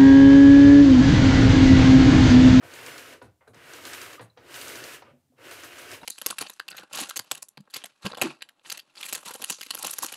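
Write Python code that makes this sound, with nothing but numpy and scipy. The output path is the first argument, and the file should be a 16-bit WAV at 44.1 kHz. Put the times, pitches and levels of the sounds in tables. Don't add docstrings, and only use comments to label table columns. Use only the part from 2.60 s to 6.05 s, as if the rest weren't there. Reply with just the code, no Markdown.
import sys
import numpy as np
from scipy import signal
from scipy.io import wavfile
from scipy.ndimage import uniform_filter1d

SR = 44100
rng = np.random.default_rng(int(sys.argv[2]) if len(sys.argv) > 2 else 0)


def log_audio(samples):
    frames = np.atleast_2d(samples).T
    limited = np.clip(frames, -1, 1)
    pcm = np.round(limited * 32767).astype(np.int16)
    wavfile.write(sys.argv[1], SR, pcm)


def decibels_to_gain(level_db):
    exponent = np.asarray(level_db, float) / 20
    return 10 ** exponent


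N = 152145

# start_s, winding_effort_db, cloth_tension_db, roller_load_db
HAND_STROKES = [
    [(0, -60, -26, 4), (.032, -53, -9, 1), (.14, -48, -2, 1), (.28, -44.5, -3.5, 1.5),
     (.36, -46, -2.5, 1.5), (.45, -49, -2, -1), (.545, -49, -1.5, 3.5), (.595, -65.5, -4, 4.5)],
    [(.934, -60, -9, 7), (.946, -56, -10.5, -3), (1.118, -47, -2.5, 0), (1.21, -49, -1.5, 3),
     (1.3, -47, 1.5, 3), (1.42, -45, -0.5, -1), (1.552, -49, -2.5, 2), (1.588, -65.5, 3, 6)],
    [(1.764, -74, -5, 1), (1.804, -62, -11, 6.5), (1.944, -45.5, 1, 0.5), (2.05, -47.5, 4, 5.5),
     (2.15, -45.5, 1, 4), (2.25, -46.5, -0.5, 4), (2.345, -46.5, 2, 0.5), (2.414, -63, -0.5, 5)],
    [(2.762, -78, -9, -7), (2.787, -59, -9.5, 3.5), (2.855, -48.5, -3, 4), (3, -49.5, 1, 1.5),
     (3.1, -50, -2.5, 1.5), (3.2, -46.5, -2.5, 0), (3.277, -47.5, -2.5, 1.5), (3.34, -43, 1, 3.5),
     (3.405, -58, -2, 4.5)],
]
# start_s, effort_db, tension_db, load_db
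SLACK_CLOTH = [
    (2.425, -76, -9, 2.4),
    (2.45, -58.5, -21, 3.7),
    (2.51, -60, -26, 3.6),
    (2.56, -81, -32, 14.6),
    (2.64, -93, -15, 4),
]
# start_s, force_db, cloth_jerk_db, crack_hz
GEAR_TEETH = [(0.035, -54, 5, 5000), (0.138, -31, 3, 6000), (0.263, -26, 4.5, 4750),
              (0.38, -27.5, 4.5, 4630), (0.536, -38, -3.5, 4430), (0.9455, -40, 1.5, 4930),
              (1.1355, -29.5, 3, 5800), (1.253, -24, 6.5, 4460), (1.3335, -23.5, 4.5, 5000),
              (1.4157, -25.5, 3, 4700), (1.5306, -33.5, 3, 6700), (1.8866, -47, 1, 3900),
              (1.943, -29, 4.5, 4270), (2.0141, -24.5, 2.5, 4640), (2.082, -24, 4, 6000),
              (2.156, -27, 3, 4700), (2.2399, -24.5, 3.5, 4370), (2.3359, -35, 2, 4500),
              (2.913, -31, 5.5, 4200), (3.0358, -28.5, 6, 4900), (3.184, -31, 4, 6000),
              (3.3157, -26.5, 0.5, 4800)]
# start_s, force_db, top_hz, rattle_s, weight_db
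CRANK_KNOCKS = [(.024, -48, 2000, 0.04, 6), (.615, -38.5, 4500, 0.027, 2), (.643, -52.5, 5100, 0.032, 8),
                (.808, -53, 3000, 0.034, -25), (.871, -51, 2010, 0.012, -2), (.876, -46.5, 4500, 0.015, 4),
                (.943, -48.5, 3000, 0.018, 6), (1.594, -35.5, 4230, 0.027, 1.5),
                (1.623, -49.5, 2500, 0.012, 1), (1.766, -57, 1500, .01, 0), (1.773, -44.5, 5300, 0.03, 2),
                (2.421, -41.5, 5200, 0.012, -3), (2.72, -64, 740, 0.014, 10),
                (3.4145, -45.5, 5000, .008, 11), (3.431, -37, 5260, 0.015, 0)]
# start_s, force_db, lowest_part_db
METAL_JINGLES = [
    (0.622, -58, -12),
    (0.875, -61, -6),
    (1.61, -53.5, -7),
    (3.4115, -56, 1),
]
# start_s, pitch_hz, level_db, t60_s
PANEL_RINGS = [(.0245, 1310, -42, .035), (.024, 320, -51.5, 0.13), (.616, 520, -43, 0.079),
               (.616, 979, -46, 0.058), (.616, 1460, -41, 0.058), (.616, 4400, -61, .05),
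               (.8085, 520, -64, 0.18), (.8085, 936, -61, 0.12), (0.83, 1183, -62.5, .1),
               (.8085, 2100, -63, 0.087), (.876, 441, -50, 0.13), (.876, 658, -48.5, 0.063),
               (.876, 1566, -50, 0.055), (.875, 4010, -57.5, 0.064), (1.596, 280, -45, 0.14),
               (1.596, 500, -42.5, .12), (1.594, 810, -41, 0.04), (1.596, 980, -44, .08),
               (1.58, 1222, -40.5, 0.078), (1.7, 4000, -48, .02), (1.772, 488, -44, 0.062),
               (1.773, 935, -54, .08), (1.774, 3224, -52, 0.032), (1.773, 3900, -53, 0.038),
               (2.422, 957, -46, 0.096), (2.421, 1308, -50, 0.067), (2.53, 246, -54, 0.22),
               (2.51, 140, -54, 0.24), (2.47, 1200, -52, 0.096), (2.48, 560, -51.5, 0.13),
               (2.72, 516, -64, .08), (2.7, 253, -59, 0.2), (3.4145, 620, -46, 0.053),
               (3.4145, 899, -44, 0.044), (3.4145, 3832, -42, 0.026), (3.431, 320, -48, 0.064),
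               (3.432, 942, -43.5, .12), (3.432, 1300, -50, 0.11), (3.431, 2800, -45, .05)]
# frequency_hz, level_db
CLOTH_COLOUR = [(410, -36.5), (700, -5.5), (850, -13), (1560, -4), (2950, -4.5), (3450, -9), (3970, -9),
                (8880, -10), (13000, -12), (15500, -17)]
# frequency_hz, level_db
ROLLER_COLOUR = [(18, -45), (30, -43), (52, -15.5), (96, -6), (144, -3.5), (183, -17), (342, 2.5),
                 (759, -8), (900, -6.5), (1170, -35), (1980, -120)]
# frequency_hz, level_db
KNOCK_COLOUR = [(300, -10.5), (440, -1), (750, 1), (1000, -2.5), (1400, -2), (2300, -7.5), (3000, -13),
                (6000, -11.5)]
# frequency_hz, level_db
SLUMP_COLOUR = [(50, -19), (110, 2), (180, -8), (260, -6.5), (550, -11), (1200, -20.5)]
# pitch_hz, width_hz, level_db
BOX_MODES = [(98, 150, 2), (258.6, 30, 9.5), (342, 45, -2), (441, 61, -1.5), (532, 136, 6.5), (958, 98, 4),
             (1243, 240, -4), (1480, 43, -1), (2730, 130, -14)]
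# pitch_hz, level_db, t60_s
GEAR_MODES = [(1540, 3, .035), (1770, -3, .025), (3900, 9, .014), (4160, 8, .014), (4420, 9, .012),
              (4750, 14, .012), (5300, 6, .008), (6000, 7, .016), (6700, 4, .01), (8080, 4, .012),
              (9100, -3, .008)]
# pitch_hz, width_hz, level_db
LOOSE_MODES = [(4000, 180, 2), (6950, 570, -8.5), (8260, 480, -3.5), (9500, 700, -6), (10750, 55, 2.5),
               (12500, 180, -13), (12300, 160, -35)]
# frequency_hz, t60_s
ROOM_DECAY = [(60, 0.41), (250, 0.3), (1000, 0.3), (4000, 0.27), (15000, 0.11)]
# frequency_hz, level_db
AIR_COLOUR = [(18, -46), (30, -58), (140, -5), (853, -2), (923, -10), (2300, -11), (6910, -11.5),
              (7480, -10.5), (15600, -14)]
# centre_s, low_hz, high_hz
CHANNEL_HISS = [(.327, 5100, 7600), (.35, 4600, 5800), (.34, 9000, 13100), (1.4, 6800, 8400),
                (1.4, 11600, 13100)]


def evened(x):
    return x / np.sqrt(np.mean(x ** 2) + 1e-20)


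def peak(x):
    return x / abs(x).max()


def add(mix, s, sound):
    part = mix[round(s * SR):][:len(sound)]
    part += sound[:len(part)]


def read(points, hz):
    f, value = np.transpose(points)
    return np.interp(np.log(hz + 1), np.log(f + 1), value)


def band(x, low_hz, high_hz, order=2):
    return signal.sosfilt(signal.butter(order, [low_hz, high_hz], "band", fs=SR, output="sos"), x)


def colour(x, points, size=4096):
    hz = abs(np.fft.fftfreq(size, 1 / SR))
    db = read(points, hz)
    db -= 30 * np.maximum(np.log2((hz + 1) / points[-1][0]), 0)
    db -= 18 * np.maximum(np.log2(points[0][0] / (hz + 1)), 0)
    log = np.log(decibels_to_gain(np.maximum(db, -120)))
    taps = np.fft.ifft(np.exp(np.conj(signal.hilbert(log)))).real[:size // 2]
    return signal.oaconvolve(x, taps)[:len(x)]


def resonate(x, modes):
    return sum(decibels_to_gain(db) * signal.lfilter(*signal.iirpeak(hz, hz / max(width, 5), SR), x)
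               for hz, width, db in modes)


def wander(hz):
    return evened(signal.lfilter(*signal.butter(1, hz, fs=SR), rng.standard_normal(N)))


def contacts(length_s, per_s, first=1.):
    t = np.arange(4000) / SR
    hits = rng.standard_normal(4000) * (rng.random(4000) < per_s / SR)
    hits *= np.exp(-t / max(length_s, 1e-3))
    return np.concatenate([[first], hits[1:]])


def grains(per_s, spread_db, most):
    strength = decibels_to_gain(spread_db * np.minimum(rng.exponential(1, N), most))
    return strength * (rng.random(N) < per_s / SR) * rng.choice([-1., 1.], N)


def box(x):
    return x + resonate(x, BOX_MODES)


def air():
    hiss = decibels_to_gain(-78.5) * evened(colour(rng.standard_normal(N), AIR_COLOUR))
    return hiss + decibels_to_gain(-76) * evened(band(rng.standard_normal(N), 67, 170))


def room(x):
    out = np.zeros(N)
    turn = np.pi * np.arange(N) / SR * 3.1
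    for k in range(3):
        taps = np.zeros(SR // 2)
        at = np.arange(120, len(taps) - 20, 20)
        taps[at + rng.integers(0, 20, len(at))] = rng.choice([-1., 1.], len(at))
        hz, t, z = signal.stft(taps, SR, nperseg=256)
        decay = decibels_to_gain(-60 * t / read(ROOM_DECAY, hz)[:, None])
        tail = signal.istft(z * decay, SR, nperseg=256)[1]
        share = np.sqrt(2 / 3) * np.cos(turn + k * np.pi / 3)
        out += signal.fftconvolve(x * share, tail / np.linalg.norm(tail))[:N]
    return out


def panels():
    rise_s = 0.0017
    out, t = np.zeros(N), np.arange(9000) / SR
    for s, hz, db, t60 in PANEL_RINGS:
        swell = decibels_to_gain(db - 60 * t / t60) * (1 - np.exp(-t / rise_s))
        add(out, s, swell * np.sin(2 * np.pi * (hz * t + rng.random())))
    return out


def jingles():
    out, t = np.zeros(N), np.arange(4000) / SR
    for s, db, low_db in METAL_JINGLES:
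        shake = contacts(0.064, 6800) * np.exp(-(t / 0.052) ** 4)
        modes = [(hz, width, d + low_db * (hz < 5000)) for hz, width, d in LOOSE_MODES]
        fizz = band(shake, 9000, 11400)
        add(out, s, decibels_to_gain(6 + db) * peak(resonate(shake, modes) + decibels_to_gain(-18) * fizz))
    return out


def knocks():
    knock_db, knock_rise_s = 0.5, 0.0019
    thud_s, thud_rise_s = 0.028, 0.028
    out, t = np.zeros(N), np.arange(9000) / SR
    for s, db, top_hz, rattle_s, weight_db in CRANK_KNOCKS:
        hits = np.pad(contacts(rattle_s, 6000), (0, 5000))
        hits *= np.minimum(t / knock_rise_s + 0.54, 1)
        knock = colour(band(hits, 124, top_hz, order=4), KNOCK_COLOUR)
        thud = rng.standard_normal(9000) * np.exp(-t / thud_s) * np.minimum(t / thud_rise_s, 1)
        thud = colour(thud, SLUMP_COLOUR)
        add(out, s, decibels_to_gain(knock_db + db) * (peak(knock) + decibels_to_gain(weight_db - 7.5) * peak(thud)))
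    return out


def ring(modes, hits, spread_db):
    t = np.arange(8000) / SR
    body = np.zeros(8000)
    for hz, db, t60 in modes:
        luck_db = spread_db * rng.standard_normal()
        body += decibels_to_gain(db + luck_db - 60 * t / t60) * np.sin(2 * np.pi * hz * t)
    return peak(signal.oaconvolve(hits, body))


def gear():
    gear_db = 2
    out = np.zeros(N)
    for s, db, _, crack_hz in GEAR_TEETH:
        hits = contacts(.003, 8000, first=2.6)
        add(out, s, decibels_to_gain(gear_db + db - 8) * ring(GEAR_MODES, hits, 3))
        crack = band(hits, 3270, 8700, order=3) + decibels_to_gain(8) * resonate(hits, [(crack_hz, 900, 0)])
        add(out, s, decibels_to_gain(gear_db + db - 5) * peak(crack))
    return out


def hand():
    release_db_per_s = 498
    t = np.arange(N) / SR
    effort, tension, load = np.full(N, -120.), np.zeros(N), np.zeros(N)
    for stroke in HAND_STROKES[:3] + [SLACK_CLOTH] + HAND_STROKES[3:]:
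        s, wind, pull, push = np.transpose(stroke)
        on = t >= s[0]
        effort[on] = np.interp(t[on], s, wind)
        tension[on] = np.interp(t[on], s, pull)
        load[on] = np.interp(t[on], s, push)
        effort[on] -= release_db_per_s * np.maximum(t[on] - s[-1], 0)
    return effort, tension, load


def tooth_jerks():
    rise_s, fall_s = .007, .022
    jerk, t = np.zeros(N), np.arange(9000) / SR
    for s, _, db, _ in GEAR_TEETH:
        add(jerk, s - .004, db * (1 - np.exp(-t / rise_s)) * np.exp(-t / fall_s) * 2)
    return jerk


def rollers(effort, load, jerk):
    rolling = colour(rng.standard_normal(N) * decibels_to_gain(0.59 * wander(38)), ROLLER_COLOUR)
    level_db = -4.5 - 50 + 0.83 * (effort + 47.5) + load + 0.39 * jerk
    return evened(box(rolling)) * decibels_to_gain(level_db)


def thread_snaps():
    top_hz, sharpness = 4800, 6
    snaps, out = grains(900, 3.5, 4), np.zeros(N)
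    for k, hz in enumerate(np.geomspace(1100, top_hz, 11)):
        chosen = snaps * (np.arange(N) % 11 == k)
        out += resonate(chosen, [(hz, hz / sharpness, 0)]) * np.sqrt(top_hz / hz)
    return evened(out)


def cloth(effort, tension, jerk):
    cloth_db, tension_hz = -0.5, 2820
    drag = evened(grains(9000, 1.5, 5)) + 0.87 * rng.standard_normal(N)
    drag += decibels_to_gain(-9) * thread_snaps()
    drag = evened(box(colour(drag * decibels_to_gain(0.5 * wander(28)), CLOTH_COLOUR)))
    low = signal.sosfilt(signal.butter(2, tension_hz, fs=SR, output="sos"), drag)
    high = signal.sosfilt(signal.butter(2, tension_hz, "high", fs=SR, output="sos"), drag)
    mid = uniform_filter1d(high, size=3)
    late = uniform_filter1d(jerk, 901, origin=300)
    sheen_db = 0.9 * np.minimum(tension, 0) + 1.4 * np.maximum(tension, 0) + 1.5 * late
    sheen = (high - mid) * decibels_to_gain(sheen_db)
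    weave = low * decibels_to_gain(0.47 * jerk) - mid * decibels_to_gain(1.05 * tension + jerk) - sheen
    return decibels_to_gain(cloth_db + effort) * weave


def scene():
    effort, tension, load = hand()
    jerk = tooth_jerks()
    near = panels() + jingles() + knocks() + gear()
    near += rollers(effort, load, jerk) + cloth(effort, tension, jerk)
    return np.tile(near + decibels_to_gain(-13) * room(near) + air(), (2, 1))


def low_pass(x):
    return signal.sosfilt(signal.butter(12, 15700, fs=SR, output="sos"), x)


def record(dry):
    cut = signal.sosfilt(signal.butter(3, 58, "high", fs=SR, output="sos"), dry)
    hiss_s, hiss_db = 0.05, -54
    side, size = np.zeros(N), round(hiss_s * SR)
    for s, low_hz, high_hz in CHANNEL_HISS:
        hiss = band(rng.standard_normal(size), low_hz, high_hz, order=6)
        hiss *= np.sqrt(SR / 8 / (high_hz - low_hz))
        add(side, s - hiss_s / 2, decibels_to_gain(hiss_db) * hiss * np.hanning(size))
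    cut = cut + np.array([side, -side])
    edge = signal.firwin(2047, 15680, window=("kaiser", 9), fs=SR)
    mix = signal.oaconvolve(cut, edge[None], "same")
    return low_pass(mix)


dry = scene()
out = record(dry)
log_audio(out)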